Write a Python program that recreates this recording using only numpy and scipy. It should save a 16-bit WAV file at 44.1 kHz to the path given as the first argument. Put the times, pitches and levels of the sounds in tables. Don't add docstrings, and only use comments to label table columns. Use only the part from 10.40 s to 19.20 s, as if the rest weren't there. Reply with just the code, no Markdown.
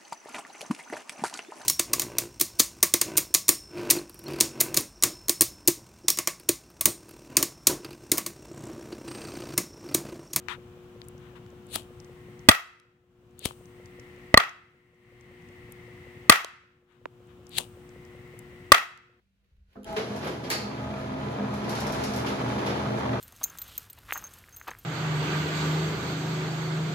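import sys
import numpy as np
from scipy import signal
from scipy.fft import rfft, irfft
from scipy.io import wavfile
from scipy.ndimage import uniform_filter1d, minimum_filter1d

SR = 44100
rng = np.random.default_rng(int(sys.argv[2]) if len(sys.argv) > 2 else 0)


def master_out(mix):
    frames = np.transpose(np.atleast_2d(mix))
    ceiling = np.clip(frames, -1, 1)
    pcm = np.round(ceiling * 32767).astype(np.int16)
    wavfile.write(sys.argv[1], SR, pcm)


N = 388064
TIME = np.arange(N) / SR
BRIEF = TIME[:SR // 4]

# [f/Hz, correlation]
LIKENESS = [(30, 0.9), (120, 0.98), (400, 0.89), (1000, 0.11), (2500, 0.073), (8000, 0.031)]
# [f/Hz, rms level/dB]
HUM_TONES = [(120, -59.5), (240, -63.5), (300, -72.5), (360, -52), (480, -63), (600, -79), (720, -72),
             (840, -79.5), (1080, -76), (1360, -78)]
# [f/Hz, relative level/dB]
FAN_COLOUR = [(25, -4), (55, -3), (110, 1), (160, -2), (250, -8), (420, -16.5), (650, -19), (1200, -18.5),
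              (2000, -26), (3000, -25), (4500, -36), (8000, -37.5), (11000, -44), (15500, -38.5)]
FAN_DB = -50.5
FIRST_GULP_S, GULP_PERIOD_S = .183, .1892
# [t/s, level/dB]
BURSTS = [(.7797, -46.5), (1.601, -40), (1.646, -46), (1.9929, -44.5), (3.256, -43.5), (3.458, -41.5),
          (3.5972, -40), (4.0936, -22), (4.81, -44), (5.0876, -45), (7.068, -40.5), (7.4919, -43),
          (7.6505, -46)]
# [t/s, level/dB, start f/Hz, end f/Hz, decay/s]
PLOPS = [(6.656, -6, 2800, 730, 0.00044)]
# [t/s, length/s, level/dB before halving]
SLIDES = [(0.081, .1, -31.5), (.78, 0.28, -57.5), (0.952, 0.053, -50.5), (6.467, .19, -50),
          (6.87, 0.11, -57)]
# [f/Hz, relative level/dB]
SKIN_COLOUR = [(500, -38), (950, 5), (1600, 3), (2400, -1), (3700, -5), (5000, -21), (9000, -24.5),
               (15000, -35)]
# [t/s, level/dB, centre f/Hz, left-right difference/dB]
KNOCKS = [(0.085, -24.5, 1960, 25), (0.6172, -35, 2700, 17), (1.064, -44, 2030, 4), (1.359, -19, 606, 2),
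          (3.109, -26, 740, 5), (6.046, -7, 805, 10), (7.2028, -31.5, 597, -8)]
# [t/s, level/dB]
TICKS = [(0.6847, -33), (1.2678, -47), (2.992, -27), (5.3216, -32), (7.093, -38.5), (7.9908, -33.5)]
# [t/s when let go, flame flutter level/dB, first gas surge level/dB,
# lever snap level/dB]
BURNS = [(2.399, -60.5, -80, -28.5), (6.0462, -55, -54.5, -1.5), (8.5756, -57, -59, -27)]
# [f/Hz, relative level/dB]
FLUTTER_COLOUR = [(700, -16.5), (1600, -14.5), (1880, 1), (2080, 2), (2350, -9), (2700, -8.5), (3400, -18),
                  (6000, -30), (12000, -38.5)]
JET_COLOUR = [(3000, -17), (5800, -5), (7300, -5), (8600, 5), (10500, -11), (13500, -8), (15300, -2.5)]
WARM_S, SETTLE_S, JET_DB, SHUT_S = 0.17, .11, -73.5, .015
# [t/s when the thumb lands, rasp level/dB, rasp rise/s, snap level/dB before halving,
# thumb thud level/dB, gas puff level/dB]
STRIKES = [(1.3588, -30.5, 0.015, -7.5, -33, -35.5), (3.0571, -22, 0.0045, -0.5, 2, -32),
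           (7.1847, -17.5, 0.0033, -35, -55.5, -32)]
# [f/Hz, relative level/dB]
PUFF_COLOUR = [(80, -5), (200, 8), (500, 8), (900, 7), (1800, -8), (3000, 10.5), (5500, -4.5), (8700, 3.5),
               (15000, -10.5)]
WHEEL_COLOUR = [(300, -8), (1000, -33), (2300, -12), (3100, -6), (3700, -3), (4500, -7.5), (5500, -27),
                (7500, -16.5), (14000, -29)]
SPARK_COLOUR = [(1500, 1.5), (4000, 0.5), (6000, 0), (8800, 13), (12000, 5.5), (15500, -7)]
# [delay t/s, spread/s, level/dB]
ECHOES = [(.0185, 0.0018, -7.5), (.0285, .003, 8.5), (.064, .005, -0.5), (.115, .008, -4)]
# [f/Hz, relative level/dB]
YARD_COLOUR = [(100, -18.5), (250, -10.5), (550, -7.5), (1200, 2), (2000, 1.5), (4000, -7.5), (9000, -7),
               (15000, 6)]
# [f/Hz, time to fall 60 dB/s]
YARD_T60 = [(100, .4), (600, .48), (1200, .7), (2000, .72), (4000, .66), (8000, .55), (11000, .42),
            (15000, .27)]
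# [t/s, blast level/dB, brightness f/Hz, relative thump level/dB, ring length factor,
# pitch factor, relative yard echo level/dB, share kept per wall bounce]
POPS = [(2.087, 22, 6487, 6.5, 1.01, 1.008, -17.5, 0.5), (3.942, 11, 992, -8.5, 0.77, 1.02, -21.5, .5),
        (3.9743, 11.5, 3375, -6, 0.9, 0.98, -9.5, 0.39), (5.8958, 21, 6140, -1.5, 0.83, 1.01, -12, 0.28),
        (8.3191, 24, 5000, -14, 0.65, 0.98, -16, 0.41)]
# [f/Hz, level/dB, time to fall 60 dB/s, phase lag at the right microphone/rad]
TUB_MODES = [(475, -13.5, 0.016, 0.18), (616, -12, 0.028, 0.39), (873, -16, 0.027, 0.19),
             (1183, -5, 0.029, 0.081), (1550, -4, 0.017, 2.5), (1927, -2.5, 0.028, 1.2),
             (2505, -2.5, 0.017, 0.9), (2840, -3, 0.008, 3.7), (3330, -4, 0.022, 2.4),
             (3600, -10.5, 0.018, 0.56), (4359, -2, 0.019, 2.3), (5270, -14, .02, 2.3),
             (7970, -8, 0.045, 2.9)]
# [f/Hz, level/dB, time to fall 60 dB/s]
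HEAVE = [(101, -25, 0.053), (244, -15, 0.025), (302, -14.5, 0.022)]
BOUNCE_S = .00153
CUTOFF_HZ = 16000


def from_db(db):
    return 10 ** (np.asarray(db) / 20)


def rms_one(x):
    return x / np.sqrt(np.mean(x ** 2) + 1e-20)


def at_hz(points, hz):
    f, value = np.transpose(points)
    return np.interp(np.log(np.maximum(hz, 1)), np.log(f), value)


def pan(db):
    return from_db(np.array([[db], [-db]]) / 2)


def dying(t, t60):
    return from_db(-60 * t / t60)


def add(out, s, sound):
    at = round(s * SR)
    out[:, at:at + sound.shape[-1]] += sound[..., :out.shape[1] - at]


def noise(spectrum, size=N):
    hz = np.arange(size // 2 + 1) * SR / size
    alike = np.clip(at_hz(LIKENESS, hz), -1, 1)
    mid, side = rfft(rng.standard_normal((2, size)))
    pair = np.sqrt(1 + alike) * mid + np.sqrt(1 - alike) * side * [[1], [-1]]
    return rms_one(irfft(pair * from_db(at_hz(spectrum, hz)), size))


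def click(hz, width_hz, decay_s):
    low = np.sqrt(hz ** 2 + width_hz ** 2 / 4) - width_hz / 2
    high = min(low + width_hz, SR / 2 - 1000)
    band = signal.butter(2, [low, high], "band", fs=SR, output="sos")
    burst = rng.standard_normal((2, len(BRIEF))) * (np.exp(-BRIEF / decay_s) + 1e-12)
    tick = signal.sosfilt(band, burst)
    return tick / np.abs(tick).max()


def generator(hum_left_db=3.0, fan_left_db=2.5):
    hum = np.zeros(N)
    for hz, db in HUM_TONES:
        hum += from_db(db) * np.sqrt(2) * np.sin(2 * np.pi * (hz * TIME + rng.random()))
    fan = from_db(FAN_DB) * noise(FAN_COLOUR)
    return hum * pan(hum_left_db) + fan * pan(fan_left_db)


def gulps(db=-45, hz=490, swell_s=0.0019, vary_db=1.5):
    out, t = np.zeros((2, N)), BRIEF
    swell = t / swell_s * np.exp(1 - t / swell_s)
    for s in np.arange(FIRST_GULP_S, N / SR, GULP_PERIOD_S):
        size = rng.standard_normal()
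        ring = np.sin(2 * np.pi * hz * (1 - .03 * size) * t)
        add(out, s - swell_s, from_db(db + vary_db * size) * swell * ring)
    return out


def bursts(hz=6100, width_hz=2600, decay_s=0.0016, left_db=5,
           faint_db=-54, faint_vary_db=1.0, faint_octaves=.3, faint_count=12):
    out = np.zeros((2, N))
    for s, db in BURSTS:
        add(out, s, from_db(db) * click(hz, width_hz, decay_s))
    for when, size, pitch in rng.uniform(-1, 1, (faint_count, 3)):
        faint = click(hz * 2 ** (faint_octaves * pitch), width_hz, decay_s)
        add(out, abs(when) * TIME[-1], from_db(faint_db + faint_vary_db * size) * faint)
    return out * pan(left_db)


def plop(fall_s=0.00062, slap_db=-9.0, slap_hz=448, slap_width_hz=600, slap_s=0.0015, slap_left_db=-6):
    out, t = np.zeros((2, N)), BRIEF
    for s, db, start_hz, end_hz, decay_s in PLOPS:
        hz = end_hz + (start_hz - end_hz) * np.exp(-t / fall_s)
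        swell = np.exp(-t / decay_s) * (1 - np.exp(-t / fall_s))
        ring = swell * np.sin(2 * np.pi * np.cumsum(hz) / SR)
        slap = from_db(slap_db) * pan(slap_left_db) * click(slap_hz, slap_width_hz, slap_s)
        add(out, s, from_db(db) * (ring + slap))
    return out


def brush(skew=0.51, left_db=14):
    level = np.zeros(N)
    for s, length_s, db in SLIDES:
        progress = np.clip((TIME - s) / length_s, 0, 1)
        level += from_db(db) * np.sin(np.pi * progress ** skew) ** 2
    return level * noise(SKIN_COLOUR) * pan(left_db) / 2


def knocks(relative_width=1.17, ring_cycles=1.07):
    out = np.zeros((2, N))
    for s, db, hz, left_db in KNOCKS:
        add(out, s, from_db(db) * pan(left_db) * click(hz, relative_width * hz, ring_cycles / hz))
    return out


def ticks(hz=9400, width_hz=5200, decay_s=.0016, left_db=8):
    out = np.zeros((2, N))
    for s, db in TICKS:
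        add(out, s, from_db(db) * click(hz, width_hz, decay_s))
    return out * pan(left_db)


def lever(hz=3200, width_hz=6500, decay_s=0.00099, left_db=-2.5):
    out = np.zeros((2, N))
    for s, _, _, db in BURNS:
        add(out, s, from_db(db) * click(hz, width_hz, decay_s))
    return out * pan(left_db)


def flame(left_db=2.5):
    flutter, jet = np.zeros(N), np.zeros(N)
    for (lit_s, *_), (off_s, flutter_db, surge_db, _) in zip(STRIKES, BURNS):
        age = np.maximum(TIME - lit_s, 0)
        valve = (age > 0) * np.exp(-np.maximum(TIME - off_s, 0) / SHUT_S)
        flutter += valve * from_db(flutter_db) * (1 - np.exp(-age / WARM_S)) ** 4
        jet += valve * (from_db(JET_DB) + from_db(surge_db) * np.exp(-age / SETTLE_S))
    return (flutter * noise(FLUTTER_COLOUR) + jet * noise(JET_COLOUR)) * pan(left_db)


def lighter(lead_s=0.08, grit_db=2.5, wheel_db=-6, slow_db=-7, slow_rise_s=0.025, stop_s=0.0019,
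            puff_s=0.024, snap_s=0.00031, thud_hz=170, thud_t60=0.0035, left_db=8):
    out, t = np.zeros((2, N)), BRIEF - lead_s
    before, after, landed = np.minimum(t, 0), np.maximum(t, 0), t >= 0
    for s, db, rise_s, snap_db, thud_db, puff_db in STRIKES:
        roughness = rms_one(uniform_filter1d(rng.standard_normal(len(t)), size=70))
        grit = from_db(grit_db * roughness)
        speed = np.exp(before / rise_s)
        turning = speed + from_db(slow_db) * np.exp(before / slow_rise_s)
        wheel = from_db(wheel_db) * turning * noise(WHEEL_COLOUR, size=len(t))
        sparks = speed * noise(SPARK_COLOUR, size=len(t))
        rasp = from_db(db) * np.exp(-after / stop_s) * (wheel + sparks)
        puff = from_db(puff_db) * landed * np.exp(-after / puff_s) * noise(PUFF_COLOUR, size=len(t))
        snap = from_db(snap_db) / 2 * landed * np.exp(-after / snap_s) * rng.standard_normal(len(t))
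        thud = from_db(thud_db) * np.sin(2 * np.pi * thud_hz * after) * dying(after, thud_t60)
        add(out, s - lead_s, grit * (rasp + puff) + snap + thud)
    return out * pan(left_db)


def yard(early_t60=0.23, late_db=-18, first_s=0.024):
    t = TIME[:SR]
    clusters = 1 + sum(from_db(db) * np.exp(-((t - s) / spread) ** 2) for s, spread, db in ECHOES)
    scatter = noise(YARD_COLOUR, size=SR)
    early = scatter * clusters * dying(t, early_t60)
    hz, when, cells = signal.stft(scatter, SR, nperseg=256)
    fade = dying(when, np.maximum(at_hz(YARD_T60, hz), .05)[:, None])
    late = signal.istft(cells * fade, SR)[1][:, :SR]
    out = early + from_db(late_db) * late
    out = out * (1 - np.exp(-(t / first_s) ** 2))
    return rms_one(out) / np.sqrt(SR)


def shock(t, s):
    return (1 - t / s) * np.exp(-t / s)


def pops(crack_db=-5, crack_t60=0.029, burn_s=0.00075, shock_s=0.00037, shock_db=-3, open_db=26,
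         open_s=.0001, bounce_count=9, vary_db=4.0, left_db=1.0):
    out, t, response = np.zeros((2, N)), BRIEF, yard()
    for s, db, bright_hz, thump_db, length, pitch, echo_db, kept in POPS:
        build_up = 1 - np.exp(-(t / burn_s) ** 2)
        rattle = rng.standard_normal((2, len(t))) * dying(t, crack_t60 * length) * build_up
        blast = from_db(shock_db) * shock(t, shock_s) + from_db(crack_db) * rattle
        for hz, mode_db, t60, lag in TUB_MODES:
            phase = 2 * np.pi * hz * pitch * t - np.array([[0], [lag]])
            mode_gain = from_db(mode_db + vary_db * rng.standard_normal())
            blast += mode_gain * np.sin(phase) * dying(t, t60 * length)
        corners = [min(hz, SR / 3) for hz in (bright_hz, 2 * bright_hz)]
        dull = np.vstack([signal.butter(1, hz, fs=SR, output="sos") for hz in corners])
        heave = np.zeros(len(t))
        for hz, heave_db, t60 in HEAVE:
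            heave += from_db(thump_db + heave_db) * np.sin(2 * np.pi * hz * t) * dying(t, t60)
        add(out, s, from_db(db) * (signal.sosfilt(dull, blast) + heave))
        pulse = from_db(open_db) * signal.sosfilt(dull, shock(t, open_s))
        spill = np.zeros((2, len(t)))
        for k in range(bounce_count):
            add(spill, k * BOUNCE_S, pulse)
            blunted = uniform_filter1d(pulse, size=5, mode="constant")
            pulse = np.clip(kept, 0, .8) * blunted
        add(out, s, from_db(db + echo_db) * signal.fftconvolve(spill, response, axes=1))
    return out * pan(left_db)


def scene():
    hands = brush() + knocks() + ticks() + lever() + lighter()
    water = gulps() + bursts() + plop() + pops()
    return generator() + flame() + hands + water


def smooth(v, s):
    keep = np.exp(-1 / (s * SR))
    return signal.lfilter([1 - keep], [1, -keep], v)


def gain_control(x, threshold_db=-9, most_db=17.5, attack_s=0.011, hold_s=0.55, release_s=0.3):
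    level_db = 10 * np.log10(smooth(np.mean(x ** 2, axis=0), attack_s) + 1e-12)
    cut_db = np.clip(level_db - threshold_db, 1e-6, most_db)
    half = int(hold_s * SR / 2)
    held = -minimum_filter1d(-cut_db, 2 * half + 1, origin=half, mode="nearest")
    released = np.exp(np.maximum.accumulate(np.log(held) + TIME / release_s) - TIME / release_s)
    return x * from_db(-smooth(released, attack_s))


def record(dry, low_cut_hz=55):
    clipped = np.clip(gain_control(dry), -.88, .88)
    low_cut = signal.butter(2, low_cut_hz, "high", fs=SR, output="sos")
    thinned = signal.sosfilt(low_cut, clipped)
    top_cut = signal.ellip(12, .1, 100, CUTOFF_HZ, fs=SR, output="sos")
    return signal.sosfilt(top_cut, thinned)


dry = scene()
out = record(dry)
master_out(out)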